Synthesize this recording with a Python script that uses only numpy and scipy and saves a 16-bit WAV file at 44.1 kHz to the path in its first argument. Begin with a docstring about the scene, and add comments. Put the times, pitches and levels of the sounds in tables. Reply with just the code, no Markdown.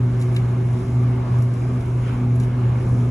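"""Inside a people-mover tram at steady speed through a terminal hall, stereo microphone in the cabin.
From the start the drive hums through the car body, swelling and sinking, over a low rumble, shaken
panels, the rush of the ride, a ventilation fan and a faint electronic whine. Close by on the left
sit a thin hiss and a fine crackle, joined from 0.2 s by scattered small ticks. At 2.1 s comes one
brief swish along the track, and near the end the rumble lifts."""
import sys
import numpy as np
from scipy import signal
from scipy.io import wavfile
from scipy.ndimage import map_coordinates

SR = 44100
rng = np.random.default_rng(int(sys.argv[2]) if len(sys.argv) > 2 else 0)


def store_wav(level_fs):
    """Save 16-bit WAV to argv[1]."""
    pcm = np.round(np.clip(np.atleast_2d(level_fs), -1, 1) * 32767)
    wavfile.write(sys.argv[1], SR, pcm.T.astype(np.int16))


N = 136710
T = np.arange(N) / SR

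# Swell of the drive hum's fundamental: time_s, level_db
HUM_LEVEL = [(0.03, -17.5), (0.21, -19), (0.39, -16.5), (0.48, -20.5), (0.74, -18.5), (0.86, -27),
             (0.89, -18.5), (0.93, -21), (0.97, -16), (1.13, -19), (1.29, -23), (1.32, -17.5),
             (1.43, -16.5), (1.57, -23.5), (1.62, -19.5), (1.78, -21), (1.81, -25.5), (1.97, -18.5),
             (2.11, -21), (2.13, -25.5), (2.33, -15), (2.56, -22), (2.65, -16), (2.84, -20.5), (2.94, -16),
             (3.06, -19.5)]
# Swell of its octave, before trim: time_s, level_db
OCTAVE_LEVEL = [(0.04, -34), (0.3, -34), (0.37, -38.5), (0.54, -32), (0.64, -42), (0.68, -36.5),
                (1.07, -31.5), (1.47, -37.5), (1.75, -31), (1.9, -41.5), (2.11, -36.5), (2.14, -28.5),
                (2.61, -32), (2.69, -44), (3.02, -30), (3.06, -30.5)]
# How alike cabin noise is on the two sides of the microphone: frequency_hz, likeness (1 = the same)
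CABIN_LIKENESS = [(60, .9999), (110, .9995), (170, 1), (220, 0.98), (310, 0.98), (460, 0.74), (700, 0.42),
                  (1100, 0.2), (1600, 0.99), (2200, .7), (2800, 0.23), (4500, 0.038)]
# Colour of the car body's rumble: frequency_hz, relative_db
RUMBLE_SPECTRUM = [(30, -24), (40, -8), (70, -4), (100, 2), (150, -1), (220, -4.5), (310, -9), (440, -12),
                   (620, -18.5), (900, -28.5)]
# Course of the rumble, before trim: time_s, level_db
RUMBLE_LEVEL = [(0, -32.5), (1, -32.5), (1.9, -32), (2.4, -32), (2.75, -31), (2.9, -28), (3.1, -29.5)]
# Resonances of the cabin panels: pitch_hz, width_hz, level_db, likeness
PANEL_MODES = [(44.8, 7, -40.5, 0.94), (70.8, 18, -37.5, .9999), (185.6, 23, -41.5, 0.98),
               (283, 21, -44, 1), (367.5, 47, -48.5, 0.4), (485, 50, -52.5, .4), (661, 45, -52.5, 0.56),
               (2153, 170, -57.5, 0.88), (3950, 530, -76.5, .6)]
# Coming and going of the body's drone, before trim: time_s, level_db
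DRONE_LEVEL = [(0.04, -38), (0.08, -43), (0.11, -34), (0.57, -39), (0.63, -30.5), (0.73, -49), (0.77, -31),
               (0.94, -41), (1.21, -32.5), (1.23, -45), (1.3, -33), (1.32, -48), (1.6, -38.5),
               (1.64, -28.5), (1.67, -50), (1.96, -41), (2.17, -57), (2.19, -39), (2.91, -41.5),
               (3.06, -38)]
# Colour of the ride's rush: frequency_hz, relative_db
RUSH_SPECTRUM = [(400, -6.5), (640, -1), (850, 0), (1200, 0.5), (1350, -7), (1600, -6.5), (1900, -14),
                 (2300, -11.5), (2800, -14.5), (3300, -19.5), (4000, -21), (4700, -29), (7000, -36)]
# Swells of the rush, before trim: time_s, level_db
RUSH_LEVEL = [(0, -46.5), (.25, -44), (.54, -44), (.64, -46.5), (.8, -43.5), (.9, -45.5), (1.36, -42),
              (1.46, -46), (1.78, -44.5), (2.0, -46), (2.15, -42.5), (2.33, -46.5), (2.62, -43),
              (2.82, -43), (2.9, -44.5), (3.1, -45.5)]
# Course of the electronic whine: time_s, level_db
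WHINE_LEVEL = [(0, -70), (.8, -67), (1.0, -65), (1.3, -63), (1.65, -61), (1.85, -71.5), (3.1, -69)]
# Colour of the close hiss: frequency_hz, relative_db
HISS_SPECTRUM = [(2500, -15.5), (4000, -6), (4700, -10), (5300, 1.5), (6500, 1.5), (8000, 1.5), (10000, 4),
                 (11000, 1), (12200, -22)]
# Course of the hiss, before trim: time_s, level_db
HISS_LEVEL = [(0, -60.5), (.33, -57), (.56, -59.5), (.82, -56), (.93, -57.5), (1.2, -60.5), (1.38, -56.5),
              (1.48, -60.5), (1.55, -57), (1.95, -58.5), (2.08, -55.5), (2.25, -60.5), (2.72, -60.5),
              (2.85, -55.5), (3.1, -57)]
# Close ticks, before trim: start_s, level_db, t60_s, low_edge_hz, ring_relative_db
TICKS = [(.195, -38, .012, 5500, -22), (0.202, -36, 0.013, 6000, -20), (0.2126, -34.5, .022, 5500, -17),
         (.222, -35.5, 0.022, 5000, -17), (.232, -47, 0.03, 6000, -20), (.346, -41, 0.042, 4500, -14),
         (.3625, -32.5, 0.028, 3500, -1.5), (.882, -43, 0.013, 5000, -11), (1.384, -38, .012, 7000, -19),
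         (1.4215, -34, 0.019, 7500, -25), (1.537, -43, .025, 7000, -25), (1.806, -41, 0.013, 5000, -11),
         (1.856, -42, .012, 5000, -18), (2.129, -50.5, .012, 4000, -0.5), (2.353, -38.5, 0.017, 8500, -24),
         (2.361, -38.5, .012, 8500, -26), (2.399, -30, 0.012, 5000, -19), (2.4345, -38, 0.018, 6500, -14)]
# Resonances of the ticking part: pitch_hz, width_hz, relative_db, t60_s
TICK_MODES = [(2180, 360, -4, .12), (2900, 690, -1.5, .06), (3810, 470, -0.5, 0.044)]
# Colour of the swish along the track: frequency_hz, relative_db
SWISH_SPECTRUM = [(800, -10.5), (1200, 2.5), (1700, -6), (2800, -4.5), (3400, -13.5), (4000, -18.5)]


def from_db(db):
    """Decibels to gain."""
    return 10 ** (np.asarray(db) / 20)


def unit_rms(x):
    """Scale to rms 1."""
    return x / np.sqrt(np.mean(x ** 2) + 1e-20)


def in_time(rows):
    """Join (time_s, value) points by straight lines."""
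    return np.interp(T, *np.transpose(rows))


def at_hz(points, hz):
    """Read (frequency_hz, value) points on a log axis."""
    frequencies, values = np.transpose(points)
    return np.interp(np.log(hz), np.log(frequencies), values)


def drift(rate_hz):
    """Slow random motion of spread 1."""
    step = 40  # samples between points
    pole = np.exp(-2 * np.pi * rate_hz * step / SR)
    slow = signal.lfilter([1], [1, -2 * pole, pole * pole], rng.standard_normal(N // step + 2002))[2000:]
    return np.interp(np.arange(N) / step, np.arange(len(slow)), unit_rms(slow))


def pan(db):
    """Left and right gains; positive leans left."""
    return from_db(db * np.array([[1], [-1]]))


def stereo(pair, likeness):
    """Mix two unrelated noises as mid and side, for a likeness from -1 to 1."""
    return np.sqrt(1 + likeness) * pair[0] + np.sqrt(1 - likeness) * pair[1] * np.array([[1], [-1]])


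def from_left(pair, lag_s=0.0001663):
    """A source on the left reaches the microphone's right side a little later."""
    return np.array([pair[0], map_coordinates(pair[1], [np.arange(N) - lag_s * SR], order=3)])


def banded_noise(spectrum, likeness, flicker_db, flicker_hz):
    """Narrow bands of stereo noise, each flickering on its own; rms 1."""
    edges = np.concatenate([np.geomspace(22, 880, 16, endpoint=False), np.geomspace(880, 14080, 25)])
    white, out = rng.standard_normal((2, 2, N + SR // 2)), 0
    for k, (low, high) in enumerate(zip(edges, edges[1:])):
        hz, flicker = np.sqrt(low * high), flicker_db * drift(flicker_hz)
        if high > spectrum[0][0] and low < spectrum[-1][0]:
            band = signal.butter(2, [low, high], "band", fs=SR, output="sos")
            pair = signal.sosfilt(band, white[k % 2])[:, -N:]
            out = out + from_db(at_hz(spectrum, hz) + flicker) * stereo(pair, at_hz(likeness, hz))
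    return unit_rms(out)


def resonance(hz, width_hz, likeness):
    """Stereo noise ringing in one resonance; rms 1."""
    band = signal.butter(2, [hz - width_hz / 2, hz + width_hz / 2], "band", fs=SR, output="sos")
    pair = signal.sosfilt(band, rng.standard_normal((2, N + SR)))[:, -N:]
    return unit_rms(stereo(pair, likeness))


def bright_noise(edge_hz):
    """High-passed noise; rms 1."""
    highpass = signal.butter(2, edge_hz, "high", fs=SR, output="sos")
    return unit_rms(signal.sosfilt(highpass, rng.standard_normal(N)))


def tone(hz, db, lead_rad, wander_hz):
    """A wandering sine that reaches the left side first."""
    phase = 2 * np.pi * np.cumsum(hz + wander_hz * drift(10.3)) / SR
    return np.sqrt(2) * from_db(db) * np.array([np.sin(phase), np.sin(phase - lead_rad)])


def drive_hum(pitch_hz=121.48, wander_hz=0.604, octave_trim_db=-0.5):
    """The drive hums through the car body in three fluttering harmonics, almost dead centre."""
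    phase = 2 * np.pi * np.cumsum(pitch_hz + wander_hz * drift(6.01)) / SR
    phase = phase - np.array([[0], [0.02]])  # the right side lags a touch
    levels_db = [in_time(HUM_LEVEL) + 0.6 * drift(7.8),
                 in_time(OCTAVE_LEVEL) + octave_trim_db + 1.5 * drift(9.1),
                 -49 + 3.5 * drift(10.7)]
    hum = sum(np.sqrt(2) * from_db(db) * np.sin(harmonic * phase + rng.uniform(0, 2 * np.pi))
              for harmonic, db in enumerate(levels_db, start=1))
    return pan(-0.08) * hum


def body_rumble(trim_db=1.5):
    """The ride shakes the car body into a broad, low rumble."""
    noise = banded_noise(RUMBLE_SPECTRUM, CABIN_LIKENESS, flicker_db=1, flicker_hz=10)
    return from_db(in_time(RUMBLE_LEVEL) + trim_db) * noise


def panel_ring():
    """Panels around the microphone, shaken by the ride, ring at their resonances."""
    return sum(from_db(db) * resonance(hz, width_hz, likeness) for hz, width_hz, db, likeness in PANEL_MODES)


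def body_drone(trim_db=-3.5):
    """The shaken body drones on and off at an unsteady pitch, louder on the right."""
    return pan(-3) * tone(hz=365, db=in_time(DRONE_LEVEL) + trim_db, lead_rad=0.5, wander_hz=9)


def ride_rush(trim_db=4):
    """Running noise fills the cabin and swells now and then along the track."""
    noise = banded_noise(RUSH_SPECTRUM, CABIN_LIKENESS, flicker_db=1.68, flicker_hz=7.6)
    return from_db(in_time(RUSH_LEVEL) + trim_db) * noise


def fan():
    """The ventilation fan holds one lightly fluttering note."""
    return tone(hz=382.4, db=-42.5 + 0.5 * drift(5.8), lead_rad=0.5, wander_hz=0.95)


def electronic_whine():
    """The electronics give off a faint, high, fluttering tone."""
    return tone(hz=5000, db=in_time(WHINE_LEVEL) + 2 * drift(5), lead_rad=2.27, wander_hz=1.5)


def hiss(trim_db=2):
    """Thin hiss close on the left, with one narrow band in opposite phase on the two sides."""
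    broad = from_left(banded_noise(HISS_SPECTRUM, likeness=[(5000, 1)], flicker_db=1.3, flicker_hz=25))
    narrow = from_db(-12) * resonance(hz=5200, width_hz=720, likeness=-1)
    return from_db(in_time(HISS_LEVEL) + trim_db) * (broad + narrow)


def crackle(per_s=38, level_db=-58, spread_db=0.5, t60_s=0.0057):
    """Tiny bright clicks at random moments, close on the left."""
    onsets = rng.random(N) < per_s / SR
    strengths = from_db(level_db + spread_db * np.minimum(rng.exponential(1, N), 3))
    decay = from_db(-60 / (t60_s * SR))
    envelope = signal.lfilter([1], [1, -decay], onsets * strengths + 1e-18)
    clicks = envelope * bright_noise(edge_hz=6500)
    return from_left([clicks, clicks])


def ticks(trim_db=1, attack_s=0.0018, tail_db=-15, tail_t60_s=0.29):
    """A small part ticks close on the left: a bright burst, a brief rough ring and a faint tail."""
    modes = [(resonance(hz, width_hz, likeness=1)[0], db, t60) for hz, width_hz, db, t60 in TICK_MODES]
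    out = 0
    for start_s, level_db, t60_s, edge_hz, ring_db in TICKS:
        age = np.maximum(T - start_s, 0)
        attack = np.minimum(age / attack_s, 1)
        decay = from_db(-60 * age / t60_s) + from_db(tail_db - 60 * age / tail_t60_s)
        burst = decay * bright_noise(edge_hz)
        ring = sum(from_db(ring_db + db - 60 * age / t60) * mode for mode, db, t60 in modes)
        out = out + from_db(level_db + trim_db) * attack * (burst + ring)
    return from_left([out, out])


def track_swish(peak_s=2.088, peak_db=-42, spread_s=0.04):
    """One short, brighter rush along the track rises and falls."""
    swell = from_db(peak_db) * np.exp(-0.5 * ((T - peak_s) / spread_s) ** 2)
    return swell * banded_noise(SWISH_SPECTRUM, CABIN_LIKENESS, flicker_db=3, flicker_hz=30)


def scene():
    """Everything that reaches the microphone in the cabin."""
    car_body = drive_hum() + body_rumble() + panel_ring() + body_drone()
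    cabin = car_body + ride_rush() + fan() + electronic_whine()
    close_left = hiss() + crackle() + ticks()
    return cabin + close_left + track_swish()


def record(dry, fade_s=0.004, low_cut_hz=33, stopband_hz=12400):
    """The ends fade quickly, the deepest bass is rolled off and the top is cut steeply."""
    fade = np.minimum(np.minimum(T, T[::-1]) / fade_s, 1)
    low_cut = signal.butter(4, low_cut_hz, "high", fs=SR, output="sos")
    high_cut = signal.cheby2(16, 70, stopband_hz, fs=SR, output="sos")
    return signal.sosfilt(high_cut, signal.sosfilt(low_cut, dry * fade))


dry = scene()
out = record(dry)
store_wav(out)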